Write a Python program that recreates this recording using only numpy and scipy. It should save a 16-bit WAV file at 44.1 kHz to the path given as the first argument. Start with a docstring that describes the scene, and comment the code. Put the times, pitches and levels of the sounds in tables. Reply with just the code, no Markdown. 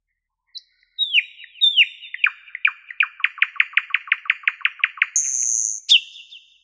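"""In a yard at dusk a nightingale sings one phrase: a squeak, two falling whistles and three double drops, each
led by a tick, a trill, a high buzz and a last rasping slide. Notes are gliding sines with overtones that
grow with loudness; the buzz is a pulsed chirp and the rasp a set of side lines. Nearby walls and far
buildings echo the song. The phone samples slowly, so the treble is mirrored, and its noise suppressor turns
down faint sound and the ends of the echoes; noise bands, hum, rumble and hiss are faint beneath."""
import sys
import numpy as np
from scipy import signal
from scipy.fft import rfft, irfft
from scipy.io import wavfile
from scipy.ndimage import uniform_filter1d

SR = 44100
rng = np.random.default_rng(int(sys.argv[2]) if len(sys.argv) > 2 else 0)


def log_audio(samples):
    """Write samples as a 16-bit WAV file to the path given in sys.argv[1]."""
    # one column per channel
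    frames = np.atleast_2d(samples).T
    # limit to full scale, then quantise
    limited = np.clip(frames, -1, 1)
    pcm = np.round(limited * 32767).astype(np.int16)
    wavfile.write(sys.argv[1], SR, pcm)


N = 292383  # samples


def from_db(db):
    """Level-amplitude relation: decibels to gain."""
    return 10 ** (np.asarray(db) / 20)


def in_time(rows, column):
    """Linear interpolation: one column of a curve at every sample."""
    return np.interp(np.arange(N) / SR, np.array(rows)[:, 0], np.array(rows)[:, column])


def at_hz(points, hz):
    """Logarithmic pitch scale: a spectrum read on a log-frequency axis."""
    points = np.array(points)
    return np.interp(np.log(np.maximum(hz, 1)), np.log(points[:, 0]), points[:, 1])


def drift(rate_hz, size):
    """Band-limited noise: smooth random change with a spread of about 1."""
    low_pass = signal.butter(4, rate_hz, fs=SR, output="sos")
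    slow = signal.sosfilt(low_pass, rng.standard_normal(size + SR // 5))
    return slow[SR // 5:] / np.sqrt(2 * rate_hz / SR)  # without the filter's start


def band_pass(x, low_hz, high_hz, order):
    """Frequency selection: passes one band."""
    return signal.sosfilt(signal.butter(order, [low_hz, high_hz], "band", fs=SR, output="sos"), x)


# Low hum of the recorder: (frequency [Hz], rms level [dB])
HUM_LINES = [(37.7, -83), (75.4, -95)]
RUMBLE_DB, HISS_DB = -97, -99


def recorder_noise():
    """Self-noise: unsteady sines sharing one wavering clock, low-passed rumble and white hiss."""
    turns = np.arange(N) / SR + .004 * drift(3.5, size=N)
    hum = sum(np.sqrt(2) * from_db(db + 1.5 * drift(4, size=N)) * np.sin(2 * np.pi * hz * turns)
              for hz, db in HUM_LINES)
    rumble = from_db(RUMBLE_DB) * drift(160, size=N)
    return hum + rumble + from_db(HISS_DB) * rng.standard_normal(N)


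# Faint flickering noise that leaks through the suppressor, with its level before it:
# (start [s], end [s], centre [Hz], width [Hz], level [dB])
LEAK_BANDS = [(0.064, 0.304, 1990, 443, -73.5), (0.276, 0.542, 970, 253, -74),
              (0.442, 1.069, 2040, 380, -68.5), (0.701, 1.049, 1495, 132, -76),
              (5.881, 6.095, 1870, 300, -71.5)]


def leaks():
    """Band-limited noise: narrow bands whose levels flicker."""
    out = np.zeros(N)
    for start, end, hz, width_hz, db in LEAK_BANDS:
        size, at = int((end - start) * SR), int(start * SR)
        noise = band_pass(rng.standard_normal(SR), hz - width_hz / 2, hz + width_hz / 2, order=3)[:size]
        level = from_db(db + 1.1 * drift(7.3, size=size))
        out[at:at + size] += level * signal.windows.tukey(size, .2) * noise / noise.std()
    return out


def taps(rows, size):
    """Impulse response of discrete reflections: the direct sound plus echoes as clicks."""
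    out = np.zeros(size)
    out[0] = 1
    for s, db in rows:
        out[round(s * SR)] += from_db(db)
    return out


# Reflections close to the microphone: (delay [s], level [dB])
NEAR_ECHOES = [(.0033, -23.5), (.007, -22), (.0115, -17), (.0155, -24.5), (.019, -27.5), (.0235, -26),
               (.029, -38.5), (.062, -32.5)]
# Reflections from far walls, before their band filter: (delay [s], level [dB])
FAR_ECHOES = [(.168, -43.5), (.2271, -40), (.2379, -32.5), (.247, -40), (.4077, -29.5), (.4663, -44.5),
              (.603, -47.5)]
# Scattered sound, with late answers from two rows of buildings, before filtering:
# (delay [s], starting level [dB], decay time to -60 dB [s])
SCATTER_DECAYS = [(0, -40, 0.14), (0, -61.5, 1.76), (0.223, -61.5, 0.17), (.4, -70.5, 0.11)]
# Far walls return the middle of the song: (low edge [Hz], high edge [Hz])
WALL_BAND = [2200, 4400]
SCATTER_LOW_HZ, AIR_CUT_HZ = 900, 8200


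def yard(x):
    """Image sources and diffuse decay: near walls echo each arrival; leaves and roofs scatter, air dulls."""
    t = np.arange(int(1.6 * SR)) / SR
    walls = taps(FAR_ECHOES, size=len(t))
    walls[0] = 0  # the direct sound is restored below, unfiltered
    spread = sum(from_db(db - 60 * (t - s) / t60) * np.clip((t - s) / 0.013, 0, 1)
                 for s, db, t60 in SCATTER_DECAYS)
    scattered = spread * rng.standard_normal(len(t))
    arrivals = band_pass(scattered, SCATTER_LOW_HZ, AIR_CUT_HZ, order=1)
    arrivals += band_pass(walls, *WALL_BAND, order=2)
    arrivals[0] = 1
    response = signal.fftconvolve(arrivals, taps(NEAR_ECHOES, size=SR // 10))
    return signal.fftconvolve(x, response)[:N]


ATTACK_FROM_DB = -21.5


def glide(start_hz, rest_hz, glide_s, attack_s, held_s, fade_db_per_s, length_s):
    """Exponential relaxation: pitch falls to rest; level rises, holds, then fades linearly in decibels."""
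    s = np.linspace(0, length_s, num=100)
    attack = ATTACK_FROM_DB * np.maximum(1 - s / attack_s, 0)
    fade = fade_db_per_s * np.maximum(s - held_s, 0)
    hz = rest_hz + (start_hz - rest_hz) * np.exp(-s / glide_s)
    return np.transpose([s, hz, attack - fade])


# Levels of the second and third harmonic before growth and band shaping
OVERTONE_DB, THIRD_DB = -42, -48
OVERTONE_GROWTH = 0.45  # extra dB of overtone for each dB of note level
LONG_NOISE, SHORT_NOISE = .15, 0.81  # depth of noise modulation in the overtones of long and of short notes
ROUGH_SOFT, ROUGH_LOUD = .35, .05  # the same in the tone of ticks and pips, and of drops


def sing(shape, starts, overtone_noise, rough=0, detune=0.015):
    """Level-dependent harmonics: a gliding sine in row 0, its overtones in row 1, at each (time [s], level [dB])."""
    out = np.zeros((2, N))
    s, hz, db = np.transpose(shape)
    t = np.arange(int(s[-1] * SR)) / SR
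    size = len(t)
    soft_ends = np.sin(np.pi / 2 * np.clip(np.minimum(t / .0014, (s[-1] - t) / .003), 0, 1)) ** 2
    turns = np.cumsum(np.interp(t, s, hz)) / SR
    envelope = soft_ends * uniform_filter1d(from_db(np.interp(t, s, db)), size=size // 40 + 1)
    for (at_s, level_db), (tune, phase) in zip(starts, rng.standard_normal((len(starts), 2))):
        angle = 2 * np.pi * (turns * (1 + detune * tune) + phase)
        gain = from_db(level_db) * envelope
        tone = np.sin(angle) * (1 + rough * drift(150, size=size))
        overtones = from_db(OVERTONE_DB) * np.sin(2 * angle) + from_db(THIRD_DB) * np.sin(3 * angle)
        overtones = overtones * gain ** OVERTONE_GROWTH * (1 + overtone_noise * drift(500, size=size))
        at = round(at_s * SR)
        out[:, at:at + size] += gain * [tone, overtones]
    return out


# Bands that shape the overtones of short notes: (centre [Hz], width [Hz], gain [dB])
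SHORT_NOTE_BANDS = [(4380, 950, -0.5), (5780, 440, 1.5), (6770, 440, 4), (7400, 350, -1.5),
                    (8700, 1000, -10)]
# Bands that shape the overtones of long notes: (centre [Hz], width [Hz], gain [dB])
LONG_NOTE_BANDS = [(5650, 650, 6), (7400, 770, 9), (8500, 700, 5)]
FLUTTER_DB = 1.13  # spread of the breath's level
HAZE_DB, HAZE_T60_S = -37, 0.55


def colour(notes, bands):
    """Spectral shaping: bands shape the overtones, a faint treble haze of noise follows; breath flutters the tone."""
    overtones = sum(from_db(db) * band_pass(notes[1], hz - width_hz / 2, hz + width_hz / 2, order=3)
                    for hz, width_hz, db in bands)
    t = np.arange(SR // 2) / SR
    haze = from_db(HAZE_DB - 60 * t / HAZE_T60_S) * rng.standard_normal(len(t))
    overtones += signal.fftconvolve(overtones, haze)[:N]
    return notes[0] * from_db(FLUTTER_DB * drift(110, size=N)) + overtones


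# Opening squeak: (time [s], pitch [Hz], level [dB])
SQUEAK_SHAPE = [(0, 4755, -67), (.008, 4400, -42), (.016, 4010, -31), (.028, 3922, -30),
                (.033, 4350, -27.5), (.036, 5210, -31.5), (.039, 6240, -38)]


def squeak():
    """Frequency modulation: the pitch dips, then sweeps up."""
    return sing(SQUEAK_SHAPE, [(.542, 0)], LONG_NOISE, detune=0)


# Tick: (start pitch [Hz], resting pitch [Hz], glide constant [s], attack [s], held until [s],
# fade [dB/s], length [s]); the drops and pip below have the same columns
TICK_SHAPE = (2700, 1880, .002, 0.0014, 0.0036, 2900, 0.0093)
# When ticks sound: (time [s], level [dB])
TICK_TIMES = [(0.828, -49.5), (1.438, -25.5), (2.1415, -18.5), (2.5487, -18), (2.9034, -16)]


def ticks():
    """Damped transient: a very short falling pip leads each whistle and each double drop."""
    return sing(glide(*TICK_SHAPE), TICK_TIMES, SHORT_NOISE, ROUGH_SOFT)


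# Two whistle openings, each a list of (time [s], pitch [Hz], relative level [dB])
WHISTLE_OPENINGS = [
    [(0, 3806, -56.5), (.012, 3762, -21.5), (.031, 3836, -15.5), (.052, 3790, -10.5), (.064, 3645, -24.5)],
    [(0, 3856, -34), (.012, 3798, -18), (.03, 3660, -8), (.042, 3586, -13.5), (.068, 3577, -12.5),
     (.078, 3616, -24)],
]
# The fall both run into: (time [s], pitch [Hz], relative level [dB])
SHARED_FALL = [(0.112, 3493, -26.5), (0.148, 3260, -26), (.18, 2918, -10), (.2, 2720, -9.5),
               (.212, 2380, -7), (.22, 2025, -19.5), (0.226, 1789, -28.5)]
# When they sound: (time [s], level [dB], length of the fall [share])
WHISTLE_TIMES = [(.979, -2.5, 0.96), (1.61, 0.0, 1)]


def whistles():
    """Near-sinusoidal phonation: each opening runs into one falling glide, its length scaled."""
    out = np.zeros((2, N))
    first = SHARED_FALL[0][0]
    for opening, (at, db, share) in zip(WHISTLE_OPENINGS, WHISTLE_TIMES):
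        fall = [(first + share * (s - first), hz, level) for s, hz, level in SHARED_FALL]
        out += sing(opening + fall, [(at, db)], LONG_NOISE, detune=0)
    return out


# Columns as for the tick
HIGH_DROP_SHAPE = (3660, 2293, .0024, .0028, .008, 1100, 0.013)
LOW_DROP_SHAPE = (2040, 944, 0.01, 0.0018, .006, 1390, 0.072)
# When the pairs sound: (time of the high drop [s], level [dB])
DOUBLE_TIMES = [(2.238, -7), (2.6473, -6.5), (3.0012, -7)]
LOW_AFTER_S, LOW_DB = .0245, -4  # low drop relative to the high one


def double_drops():
    """Successive relaxation: a high falling note, then a low one."""
    low_times = np.add(DOUBLE_TIMES, (LOW_AFTER_S, LOW_DB))
    high = sing(glide(*HIGH_DROP_SHAPE), DOUBLE_TIMES, SHORT_NOISE, ROUGH_LOUD)
    return high + sing(glide(*LOW_DROP_SHAPE), low_times, SHORT_NOISE, ROUGH_LOUD)


# Columns as for the tick
PIP_SHAPE = (1900, 1099, .0028, .001, .003, 220, 0.024)
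TRILL_DROP_SHAPE = (3404, 925, .0076, 0.0027, 0.005, 1830, 0.062)
# When the trill's drops sound: (time [s], level [dB])
TRILL_TIMES = [(3.2405, -6), (3.4205, -5), (3.5994, -5), (3.771, -5), (3.9424, -5.5), (4.1164, -5),
               (4.296, -5.5), (4.4739, -6), (4.6503, -6), (4.835, -5.5), (5.0158, -5.5)]
PIP_BEFORE_S, PIP_DB = .043, -24  # pip relative to its drop


def trill():
    """Rhythmic repetition: a soft pip before each falling drop."""
    pip_times = np.add(TRILL_TIMES, (-PIP_BEFORE_S, PIP_DB))
    pips = sing(glide(*PIP_SHAPE), pip_times, SHORT_NOISE, ROUGH_SOFT)
    return pips + sing(glide(*TRILL_DROP_SHAPE), TRILL_TIMES, SHORT_NOISE, ROUGH_LOUD)


# One pulse: (time [s], pitch [Hz], relative level [dB])
PULSE_SHAPE = [(0, 7500, -7), (.0015, 6652, 4.5), (.0024, 5744, 6), (.003, 5936, -16), (.0038, 6300, -9),
               (.006, 6594, -8.5), (.0095, 6445, -21.5)]
# Strength: (time [s], pulse level [dB], depth of the dip under the resting pitch [1 = full])
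BUZZ_STRENGTH = [(5.16, -15.5, 0.1), (5.19, -16.5, 0.21), (5.216, -24.5, 0.3), (5.576, -18, 0.75),
                 (5.64, -19, 1.05), (5.704, -22, 0.787), (5.78, -30.5, 0.56)]
# The gap between pulses grows from the first towards the last value
BUZZ_START_S, BUZZ_PULSES = 5.1577, 77
FIRST_GAP_S, LAST_GAP_S, SLOWING_PULSES = .005953, .010106, 42.72
BUZZ_REST_HZ = 6315
BUZZ_RING_HZ, BUZZ_RING_DB = 119, -3  # width and level of the windpipe's ring


def buzz():
    """Pulsed self-oscillation: the syrinx chirps down on each pulse, one band passes, the windpipe rings."""
    k = np.arange(BUZZ_PULSES)
    early = (LAST_GAP_S - FIRST_GAP_S) * SLOWING_PULSES * (1 - np.exp(-k / SLOWING_PULSES))
    at = BUZZ_START_S + LAST_GAP_S * k - early + .0002 * rng.standard_normal(BUZZ_PULSES)
    t = np.arange(N) / SR
    pulse = np.clip(np.searchsorted(at, t) - 1, 0, None)
    since = t - at[pulse]
    sounding = (t > at[0]) & (t < at[-1] + .008)
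    s, hz, db = np.transpose(PULSE_SHAPE)
    hz = np.interp(since, s, hz)
    hz = hz - (1 - in_time(BUZZ_STRENGTH, column=2)) * np.minimum(hz - BUZZ_REST_HZ, 0)
    hz = uniform_filter1d(hz, size=12) * (1 + .006 * drift(200, size=N))
    db = np.interp(since, s, db) + in_time(BUZZ_STRENGTH, column=1)
    db = db + .8 * rng.standard_normal(len(at))[pulse] + 1.2 * drift(250, size=N)
    envelope = uniform_filter1d(sounding * from_db(db), size=12)
    voice = envelope * np.sin(2 * np.pi * np.cumsum(hz) / SR)
    buzz_band = signal.cheby2(6, 60, [5150, 8500], "band", fs=SR, output="sos")
    out = signal.sosfilt(buzz_band, voice)
    ring = signal.lfilter(*signal.iirpeak(BUZZ_REST_HZ, BUZZ_REST_HZ / BUZZ_RING_HZ, SR), out)
    return out + from_db(BUZZ_RING_DB) * ring


# Last slide: (time [s], pitch [Hz], level [dB])
SLIDE_SHAPE = [(0, 2220, -61), (.012, 2760, -30.5), (.022, 3554, -15), (.029, 3710, -8), (.078, 2690, -9.5),
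               (.085, 2757, -29), (.088, 2648, -52)]


def slide():
    """Frequency modulation: a rising, then falling whistle."""
    return sing(SLIDE_SHAPE, [(5.887, 0)], LONG_NOISE, detune=0)


# The rasp that opens the slide: (time [s], level of the lines before colour [dB])
RASP_LEVEL = [(5.885, -50), (5.893, -30), (5.906, -23.5), (5.92, -34.5), (5.93, -63)]
# Colour of the lines: (frequency [Hz], gain [dB])
RASP_SPECTRUM = [(1500, -40), (2500, -7.5), (3500, -4.5), (5000, 3.5), (6800, -5), (8000, -16), (9200, -31)]
RASP_SPACING_HZ, RASP_WOBBLE_HZ = 773, 128


def rasp():
    """Sideband principle: a second vibration chops the slide's start into evenly spaced, unsteady lines."""
    t = np.arange(RASP_LEVEL[0][0], RASP_LEVEL[-1][0], 1 / SR)
    size, at = len(t), round(t[0] * SR)
    carrier_hz = np.interp(t - RASP_LEVEL[0][0], *np.transpose(SLIDE_SHAPE)[:2])
    out = np.zeros(N)
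    for k in range(-2, 8):
        hz = carrier_hz + k * RASP_SPACING_HZ + RASP_WOBBLE_HZ * drift(260, size=size)
        gain = from_db(at_hz(RASP_SPECTRUM, hz) + 1.7 * drift(140, size=size))
        out[at:at + size] += gain * np.sin(2 * np.pi * np.cumsum(hz) / SR)
    return out * from_db(in_time(RASP_LEVEL, column=1))


def scene():
    """Superposition: the bird's notes ring in the yard, and the faint noise bands are added."""
    long_notes = colour(squeak() + whistles() + slide(), LONG_NOTE_BANDS)
    short_notes = colour(ticks() + double_drops() + trill(), SHORT_NOTE_BANDS)
    bird = long_notes + short_notes + buzz() + rasp()
    return (yard(bird) + leaks())[None]


# The phone's output filter around half its rate: (frequency [Hz], gain [dB])
OUTPUT_FILTER = [(7000, 0.0), (7700, -4.5), (8000, -10), (8500, -9), (9200, -20), (9900, -29), (10400, -53),
                 (11000, -130)]
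PHONE_RATE_HZ = 16000


def mirrored(x):
    """Aliasing: sampling folds the spectrum about half the rate; the output filter leaks some of the image."""
    x = signal.sosfilt(signal.butter(8, 8800, fs=SR, output="sos"), x)
    both = x * (1 + 2 * np.cos(2 * np.pi * PHONE_RATE_HZ * np.arange(N) / SR))
    response = from_db(at_hz(OUTPUT_FILTER, np.fft.rfftfreq(N, 1 / SR)))
    return irfft(rfft(both) * response, N)


# Level under which the suppressor turns a band down: (frequency [Hz], level [dB])
GATE_LEVEL = [(300, -98), (1000, -93), (2500, -87), (3800, -92), (4500, -104), (9000, -104)]
GATE_DEPTH_DB = -44


def suppress(x):
    """Spectral gating: narrow bands are turned down as their smoothed power nears or falls below the gate."""
    hz, _, spec = signal.stft(x, SR, nperseg=1024, noverlap=768)
    power = uniform_filter1d(abs(spec) ** 2, size=5, axis=-1)  # over time
    power = uniform_filter1d(power, size=3, axis=-2)  # over frequency
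    gate_power = from_db(at_hz(GATE_LEVEL, hz))[:, None] ** 2
    keep = np.clip(1 - gate_power / (power + 1e-20), 0, 1)
    kept = spec * np.maximum(keep, from_db(GATE_DEPTH_DB))
    return signal.istft(kept, nperseg=1024, noverlap=768)[1][..., :N]


MIC_CUT_HZ, CUTOFF_HZ = 850, 10993


def record(dry):
    """Transmission chain: thin bass, mirrored treble, suppression, self-noise, then a steep top cut."""
    high = signal.sosfilt(signal.butter(4, MIC_CUT_HZ, "high", fs=SR, output="sos"), dry)
    thin = dry * 0.25 + high
    out = suppress(mirrored(thin)) + recorder_noise()
    return signal.sosfilt(signal.cheby2(12, 60, CUTOFF_HZ, fs=SR, output="sos"), out)


dry = scene()
out = record(dry)
log_audio(out)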